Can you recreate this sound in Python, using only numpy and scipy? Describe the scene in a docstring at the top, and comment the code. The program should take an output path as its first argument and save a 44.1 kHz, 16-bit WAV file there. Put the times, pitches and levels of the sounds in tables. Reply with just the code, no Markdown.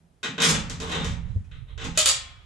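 """Inside a bare van, over a quiet hall, a steel door is lowered onto its hinges: it knocks, grinds and is tapped home.
Knocks are a click and a dying chatter, grinding is dense tiny clicks: both ring the steel and the van,
as fading noise plus clear tones. The van's panels boom and its body shudders as random jolts ring low tones.
A soft thud, louder on the left, is a short push ringing low tones; the hall is steady coloured noise."""
import sys
import numpy as np
from scipy import signal
from scipy.fft import rfft, irfft, next_fast_len
from scipy.io import wavfile
from scipy.ndimage import uniform_filter1d

SR = 44100
rng = np.random.default_rng(int(sys.argv[2]) if len(sys.argv) > 2 else 0)


def materialize(psi):
    """Save the field psi as 16-bit PCM at rate SR to the path in sys.argv[1].

    A 1-D psi becomes a single channel; in a 2-D psi each row is a channel.
    """
    bounded = np.clip(np.atleast_2d(psi).T, -1, 1)
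    quanta = np.round(bounded * 32767).astype(np.int16)
    wavfile.write(sys.argv[1], SR, quanta)


N = 108045  # samples, 2.45 s


def from_db(db):
    """Turns decibels into a plain factor."""
    return 10 ** (np.asarray(db) / 20)


def rms_one(x):
    """Scales a signal to an rms of 1."""
    return x / np.sqrt(np.mean(x ** 2) + 1e-20)


def low_pass(x, order, hz):
    """Keeps what lies below a pitch."""
    return signal.sosfilt(signal.butter(order, hz, fs=SR, output="sos"), x)


def at_hz(points, hz):
    """Reads a two-column table at a pitch, on a logarithmic pitch scale."""
    points = np.array(points)
    return np.interp(np.log(hz), np.log(points[:, 0]), points[:, 1])


def in_time(rows):
    """Joins timed rows with straight lines: one curve for each column after the time."""
    start_s, *columns = np.transpose(rows)
    t = np.arange(N) / SR
    return np.array([np.interp(t, start_s, column) for column in columns])


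def ring(x, hz, t60):
    """One ringing tone, falling 60 dB in t60 seconds; a unit click rings at height 1."""
    r = from_db(-60 / (t60 * SR))
    w = 2 * np.pi * hz / SR
    return signal.lfilter([0, np.sin(w)], [1, -2 * r * np.cos(w), r * r], x + 1e-18)


def pair(two, alike, lean_db):
    """Makes left and right from a shared and an opposed signal; a positive lean favours the left."""
    alike = np.clip(alike, -1, 1)
    sides = np.array([[1], [-1]])
    stereo = np.sqrt(1 + alike) * two[0] + np.sqrt(1 - alike) * two[1] * sides
    return stereo * from_db(lean_db / 2 * sides)


GRAIN_SPREAD_DB = 2  # average extra size of a click, before the cap of 4 times this


def grains(per_s):
    """Uneven clicks of random sign at random moments, rms 1."""
    sizes_db = GRAIN_SPREAD_DB * np.minimum(rng.exponential(1, N), 4)
    sizes = from_db(sizes_db) * rng.choice([-1, 1], N)
    return rms_one(sizes * (rng.random(N) < per_s / SR))


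# how alike left and right are: pitch_hz, likeness (1 = same, -1 = opposed)
STEREO_LIKENESS = [(60, 0.7), (150, 0.3), (380, 0.92), (950, -0.055), (2380, 0.46), (5980, 0.38),
                   (9000, -0.25), (15000, -0.55)]
# how far the sound leans to the left: pitch_hz, left_over_right_db
STEREO_LEAN = [(60, -3.5), (150, 0.5), (380, -5.5), (950, 1.5), (2380, 1.5), (5980, 1.5), (9000, -4),
               (15000, -0.5)]
EDGES_HZ = 250 * 4 ** np.arange(0, 3.01, 1 / 8)  # quarter-octave steps


def bands(spectrum, size):
    """Quarter-octave stereo noise bands, coloured by a spectrum, with their centre pitches."""
    white = rng.standard_normal((2, 2, size))
    for k, (low, high) in enumerate(zip(EDGES_HZ, EDGES_HZ[1:])):
        hz = np.sqrt(low * high)
        band = signal.butter(3, [low, high], "band", fs=SR, output="sos")
        two = signal.sosfilt(band, white[k % 2])  # neighbours use different noise
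        yield hz, from_db(at_hz(spectrum, hz)) * pair(two, at_hz(STEREO_LIKENESS, hz), at_hz(STEREO_LEAN, hz))


# colour of the quiet hall: pitch_hz, relative_level_db (per Hz)
HALL_COLOUR = [(150, -35), (250, -6), (333, -13.5), (350, -9), (799, -15), (1520, -22), (5270, -30),
               (11400, -29), (14000, -57)]
HALL_FLOOR_DB = -69  # rms


def quiet_hall():
    """The hall is steady noise, built from bands and set to a low level."""
    noise = sum(band for hz, band in bands(HALL_COLOUR, N))
    return from_db(HALL_FLOOR_DB) * rms_one(noise)


JOLTS_PER_S = 300


def shaken(modes, db, alike, lean_db, tilt_db=0):
    """Random jolts ring low tones; the result is evened out and follows a level curve."""
    lowest_hz, highest_hz = modes[0][0], modes[-1][0]
    two = []
    for _ in range(2):
        tones = 0
        for hz, mode_db, t60 in modes:
            gain = from_db(mode_db + tilt_db * np.log2(hz / lowest_hz))
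            tones = tones + gain * ring(grains(JOLTS_PER_S), hz, t60)
        two.append(tones)
    two = low_pass(np.array(two), 2, highest_hz * 1.1)
    two = signal.sosfilt(signal.butter(4, lowest_hz * 0.46, "high", fs=SR, output="sos"), two)
    out = pair(two, alike, lean_db)
    loudness = np.sqrt(uniform_filter1d(np.mean(out ** 2, axis=0), size=3000) + 1e-9)
    return from_db(db) * out / loudness


# the van body shaking on its springs: start_s, level_db, left_over_right_db
SHUDDER_LEVELS = [(0.0, -65, -6), (0.4, -64, -8), (0.55, -31, -1.5), (0.62, -37, -5), (0.94, -38.5, -0.5),
                  (1.13, -27, -6.5), (1.15, -33.5, -9), (1.37, -30, -16), (1.43, -43.5, -14.5),
                  (1.48, -41.5, -5.5), (1.64, -38.5, -12), (1.68, -44.5, 3), (1.73, -37, -14),
                  (1.89, -35.5, -7), (1.96, -41, -10.5), (2.45, -51.5, -4)]
# low tones of the body: pitch_hz, relative_level_db, t60_s (time to fall 60 dB)
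BODY_TONES = [(32.7, -14.5, 0.34), (51.15, 0.5, 0.15), (78.2, 0, 0.21), (82, -11, 0.14), (120, 3.5, 0.081)]
BODY_LIKENESS = 0.63  # left-right


def body_shudder():
    """The body shakes on its springs: jolts ring its deepest tones."""
    level_db, lean_db = in_time(SHUDDER_LEVELS)
    return shaken(BODY_TONES, level_db, BODY_LIKENESS, lean_db)


# the wall panels booming: start_s, level_db, lift_of_higher_panels_db (per octave)
BOOM_LEVELS = [(0.0, -67, -3), (0.05, -58.5, -6), (0.222, -76, 3), (0.24, -50, 48), (0.3, -34.5, 14.5),
               (0.37, -44, -3), (0.39, -37, 33), (0.47, -26, 8), (0.52, -26, 8), (0.7, -42, 16.5),
               (0.97, -37.5, 5), (0.99, -29.5, 5), (1.34, -46, -7), (1.37, -40.5, -33), (1.49, -61.5, 2.5),
               (1.77, -67.5, 21), (1.88, -33, 29), (2.0, -44.5, -32), (2.05, -57.5, 14), (2.45, -72, 18)]
# tones of the panels: pitch_hz, relative_level_db (before the lift), t60_s
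PANEL_TONES = [(167.5, -3, 0.18), (215, -13.5, 0.17), (252.3, -15.5, 0.16)]
PANEL_LIKENESS, PANEL_LEAN_DB = 0.96, -2.1  # left-right likeness; leans to the right


def panel_boom():
    """The wall panels boom: jolts ring tones whose balance changes over time."""
    level_db, lift_db = in_time(BOOM_LEVELS)
    return shaken(PANEL_TONES, level_db, PANEL_LIKENESS, PANEL_LEAN_DB, lift_db)


# start, peak of the knock before the left-right tilt, and where its treble is cut
THUD_S, THUD_DB, THUD_CUT_HZ = 1.359, -38, 610
THUD_T60_S, PUSH_SAMPLES = .07, 500
BUMP_HZ, BUMP_DB, BUMP_T60_S = 95, -17, .16  # low weight, level before its low-pass and left-right tilt


def thud():
    """A soft, rough push rings four short tones and one low bump, louder on the left."""
    push, at = np.zeros(N), int(THUD_S * SR)
    fade = np.linspace(1, 0, PUSH_SAMPLES) ** 2
    push[at:at + PUSH_SAMPLES] = rng.choice([-1, 1], PUSH_SAMPLES) * fade
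    knock = sum(rms_one(ring(push, hz, THUD_T60_S)) for hz in (297.6, 345.6, 432, 528))
    dull = low_pass(knock, 4, THUD_CUT_HZ)
    bump = low_pass(ring(np.arange(N) == at, BUMP_HZ, BUMP_T60_S), 2, 2 * BUMP_HZ)
    both = from_db(THUD_DB) * dull / np.abs(dull).max() + from_db(BUMP_DB) * bump
    return both * from_db([[3], [-3]])


# how long the van rings: pitch_hz, t60_s
VAN_DECAY = [(300, 0.13), (1000, 0.25), (2000, 0.38), (4000, 0.33), (8000, 0.27), (14000, 0.083)]
# where the low-mid, mid and treble parts end, air lying above: pitch_hz
PART_TOPS_HZ = [1150, 4000, 8000]
HALL_DB, HALL_STRETCH = -23, 3.66  # slower tail from the open doorway: level at 2 kHz, times the van's t60
BUILD_S = 0.0036  # time constant of the ring building up
CRACK_DB, CRACK_S = 6, .002  # direct sound of each click: level over the ring, time constant


def answer(spectrum, tail_tilt_db):
    """How steel and van answer a click with fading noise: low-mid, mid, treble, air, each of energy 1."""
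    t, parts = np.arange(SR) / SR, np.zeros((4, 2, SR))
    for hz, noise in bands(spectrum, SR):
        t60 = at_hz(VAN_DECAY, hz)
        tail_db = HALL_DB + tail_tilt_db * np.log2(hz / 2000)  # tilt per octave
        tail = from_db(tail_db - 60 * t / (t60 * HALL_STRETCH))
        ringing = (from_db(-60 * t / t60) + tail) * (1 - np.exp(-t / BUILD_S))
        crack = from_db(CRACK_DB) * np.exp(-t / CRACK_S)
        gain = from_db(at_hz(spectrum, hz)) * np.sqrt(hz)  # wider bands hold more power
        parts[np.searchsorted(PART_TOPS_HZ, hz)] += gain * rms_one(noise * (ringing + crack))
    return parts / np.sqrt(np.sum(parts ** 2, axis=(1, 2), keepdims=True) / 2)


def sound(force, parts):
    """Plays the four forces through the four answers (convolution) and adds them."""
    size = next_fast_len(N + SR)
    spectrum = np.sum(rfft(force, size)[:, None] * rfft(parts, size), axis=0)
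    return irfft(spectrum, size)[:, :N]


SPLIT = .002  # half the left-right gap in pitch, as a share of the pitch
STRIKE_SPREAD_DB = 3.0  # random strength, redrawn every 2000 samples


def chime(force, modes, ring_db):
    """The force rings tones in close pairs, one to a side, each with its own changing strength."""
    out = 0
    for hz, db, t60 in modes:
        luck_db = np.repeat(rng.normal(0, STRIKE_SPREAD_DB, N // 2000 + 1), 2000)[:N]
        drive = force[np.searchsorted(PART_TOPS_HZ, hz)] * from_db(db + ring_db + luck_db)
        out = out + np.array([ring(drive, hz * (1 + side * SPLIT), t60) for side in (-1, 1)])
    return out


CHATTER_PER_S = 830
SWELL = 0.6  # a soft blow's chatter swells in over up to this share of its length


def blows(table, trim_db):
    """Each blow is one sharp click and a dying chatter; returns forces for the four parts."""
    force, chatter, t = np.zeros((4, N)), grains(CHATTER_PER_S), np.arange(N) / SR
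    for start_s, db, low_db, treble_db, air_db, length, first in table:
        first = np.clip(first, 0, 1)
        dying = np.clip((start_s + length - t) / length, 0, 1) ** .5 * (t > start_s)
        swelling = np.clip((t - start_s) / (SWELL * length * (1 - first) + 1e-4), 0, 1)
        one = chatter * dying * swelling
        one = one * np.sqrt((1 - first) / np.sum(one ** 2))
        one[int(start_s * SR)] = np.sqrt(first)
        part_db = np.array([[low_db], [0], [treble_db], [air_db]])
        force += from_db(db + trim_db + part_db) * one
    return force


# two hard taps that seat the hinge pin, the second with its rebounds; a list of blows for each tap:
# start_s, level_db (before TAP_DB), low_mid_db, treble_db, air_db (all three over the level),
# chatter_s, first_click_share (of the energy, 0-1)
TAP_BLOWS = [
    [(1.9745, -14.5, -16, 2.8, -4, 0.048, 0.52)],
    [(2.058, -15, -17.5, 0.83, -2.5, .012, 0.96), (2.073, -28, -17, 6.3, 7, 0.016, 0.74),
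     (2.088, -20.5, -12, 6.3, -4, 0.018, 0.86)],
]
# colour of hinge and frame: pitch_hz, relative_level_db (per Hz, within each part)
PIN_COLOUR = [(250, -49), (400, -21), (600, -11.5), (800, -11), (1000, -11), (1280, -3.5), (1600, -11.5),
              (2500, -6.5), (3500, 2), (4100, -8), (4600, 0.5), (5600, -8), (7400, 0.5), (8800, 14),
              (10000, 9.5), (15000, -15)]
# tones of hinge and frame: pitch_hz, first_tap_db, second_tap_db (both before PIN_RING_DB), t60_s
PIN_TONES = [(545, 3, 3, .5), (622, 14, 0, .22), (1061, -8, 3, .65), (1836, -20, -11, .5),
             (1945, -2, -12, .25), (2318, -18, -15, 1.1), (2520, -1, -12, .25), (3107, -14, -14, .8),
             (3180, -6, -4, .25), (3360, -8, -14, .75), (3811, -20, -18, .85), (3480, -12, -6, .36),
             (3690, -12, -4, .45), (4500, -5, -8, .2), (4608, -8, 1, .28), (6778, -9, -4, .21),
             (7150, -2, -5, .2), (7700, -4, -5, .18)]
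TAP_DB, PIN_RING_DB = 25, -38  # added to the blows; added to the tones
PIN_TILT_DB = -10.5  # slope of the slower tail per octave


def hinge_taps():
    """The pin is tapped home: hard blows ring hinge and frame, each tap with its own mix of tones."""
    taps = [blows(tap, TAP_DB) for tap in TAP_BLOWS]
    out = sound(sum(taps), answer(PIN_COLOUR, PIN_TILT_DB))
    for k, tap in enumerate(taps):
        tones = np.array(PIN_TONES)[:, [0, 1 + k, 3]]
        out += chime(tap, tones, PIN_RING_DB)
    return out


# strokes of steel grinding on steel, and a faint rub; a list of rows for each stroke:
# start_s, level_db (before GRIND_DB), low_mid_db, treble_db, air_db (all three over the level)
GRIND_STROKES = [
    [(0.41, -25, -1.5, -2, -7), (0.44, -25.5, -2.5, 4.5, -5), (0.49, -24.5, -5.5, 5, -1),
     (0.56, -31.5, -3, -7, -19)],
    [(0.81, -40.5, 4.5, -7.5, -13), (0.88, -34, -0.5, -8, -20), (0.992, -32, -2.5, -12, -27.5),
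     (1.12, -46, -14.5, -3, -14)],
    [(1.25, -62, -5.5, -10.5, -25), (1.396, -79, 6, 7.5, 2.5), (1.46, -74, -5, -6.5, -15)],
]
GRAINS_PER_S, GRIND_FADE_S, GRIND_DB = 2700, 0.0027, -3.5
CATCH_COUNT, CATCH_DB = 200, 4.5  # random turns over the whole scene, typical swing


def grinding():
    """Steel catches and slips along the pins: dense clicks of wavering level under each stroke."""
    force, t = np.zeros((4, N)), np.arange(N) / SR
    for rows in GRIND_STROKES:
        db, low_db, treble_db, air_db = in_time(rows)
        to_nearest_end = np.minimum(t - rows[0][0], rows[-1][0] - t)
        on = np.clip(to_nearest_end / GRIND_FADE_S, 0, 1)
        part_db = np.array([low_db, 0 * db, treble_db, air_db])
        force += on * from_db(GRIND_DB + db + part_db)
    catch = signal.resample(rng.standard_normal(CATCH_COUNT), N)
    return force * grains(GRAINS_PER_S) * from_db(CATCH_DB * catch)


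# knocks on the door: start_s, level_db (before KNOCK_DB), low_mid_db, treble_db, air_db (all three
# over the level), chatter_s, first_click_share (of the energy, 0-1)
DOOR_KNOCKS = [(0.2304, -17.5, -10, -10, -24, 0.031, 0.3), (0.38, -21, -3, -14.5, -34, 0.0089, 1),
               (0.4015, -16.5, -7, -6, -23.5, 0.018, 0.8), (0.4189, -9, -17.5, -4, -10, 0.042, 0.39),
               (0.6968, -29.5, -6, 1.5, -10.5, 0.063, 0.96), (0.8006, -30, -3.5, -0.5, -15.5, 0.0064, 1),
               (1.0444, -28.5, -1.5, -2, -13.5, 0.028, 0.73), (1.5135, -40, -16, -18.5, -43, 0.089, 0.68),
               (1.6694, -44.5, -3, -26.5, -27.5, 0.049, 0.057), (1.777, -25.5, -7, -10, -50, 0.071, 0.15),
               (1.8412, -28.5, -2, -2.5, -16, 0.018, 0.38), (1.9505, -31, -27, -6.5, -21.5, 0.034, 0.15)]
# colour of door and van: pitch_hz, relative_level_db (per Hz, within each part)
STEEL_COLOUR = [(250, -5.5), (310, -5), (400, -2), (520, -1.5), (640, -9.5), (750, -4), (950, -1.5),
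                (1300, -2), (2500, -4), (3400, -1.5), (4700, -6.5), (7000, -2), (8500, -13), (10500, -21.5),
                (15000, -48)]
# tones of the door: pitch_hz, level_db (before DOOR_RING_DB), t60_s
DOOR_TONES = [(452.5, 10, 0.24), (520.5, 3.5, 0.2), (1274, -5, 0.6), (1511, 3.5, 0.12), (2086, -6, 0.18),
              (2501, 6.5, 0.19), (2730, -8.5, 0.16), (3275, -4, 0.17), (3674, 4.5, .2)]
KNOCK_DB, DOOR_RING_DB = 22, -44  # added to the knocks; added to the tones
DOOR_TILT_DB = -9  # slope of the slower tail per octave


def steel_door():
    """Knocks and grinding ring the sheet steel and the van, as fading noise and as clear tones."""
    force = blows(DOOR_KNOCKS, KNOCK_DB) + grinding()
    return sound(force, answer(STEEL_COLOUR, DOOR_TILT_DB)) + chime(force, DOOR_TONES, DOOR_RING_DB)


def scene():
    """Adds all the layers, from the background to the door."""
    van = body_shudder() + panel_boom()
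    return quiet_hall() + van + thud() + hinge_taps() + steel_door()


def record(dry):
    """Cuts the top steeply, above 15700 Hz."""
    return signal.sosfilt(signal.cheby2(12, 70, 15700, fs=SR, output="sos"), dry)


dry = scene()
out = record(dry)
materialize(out)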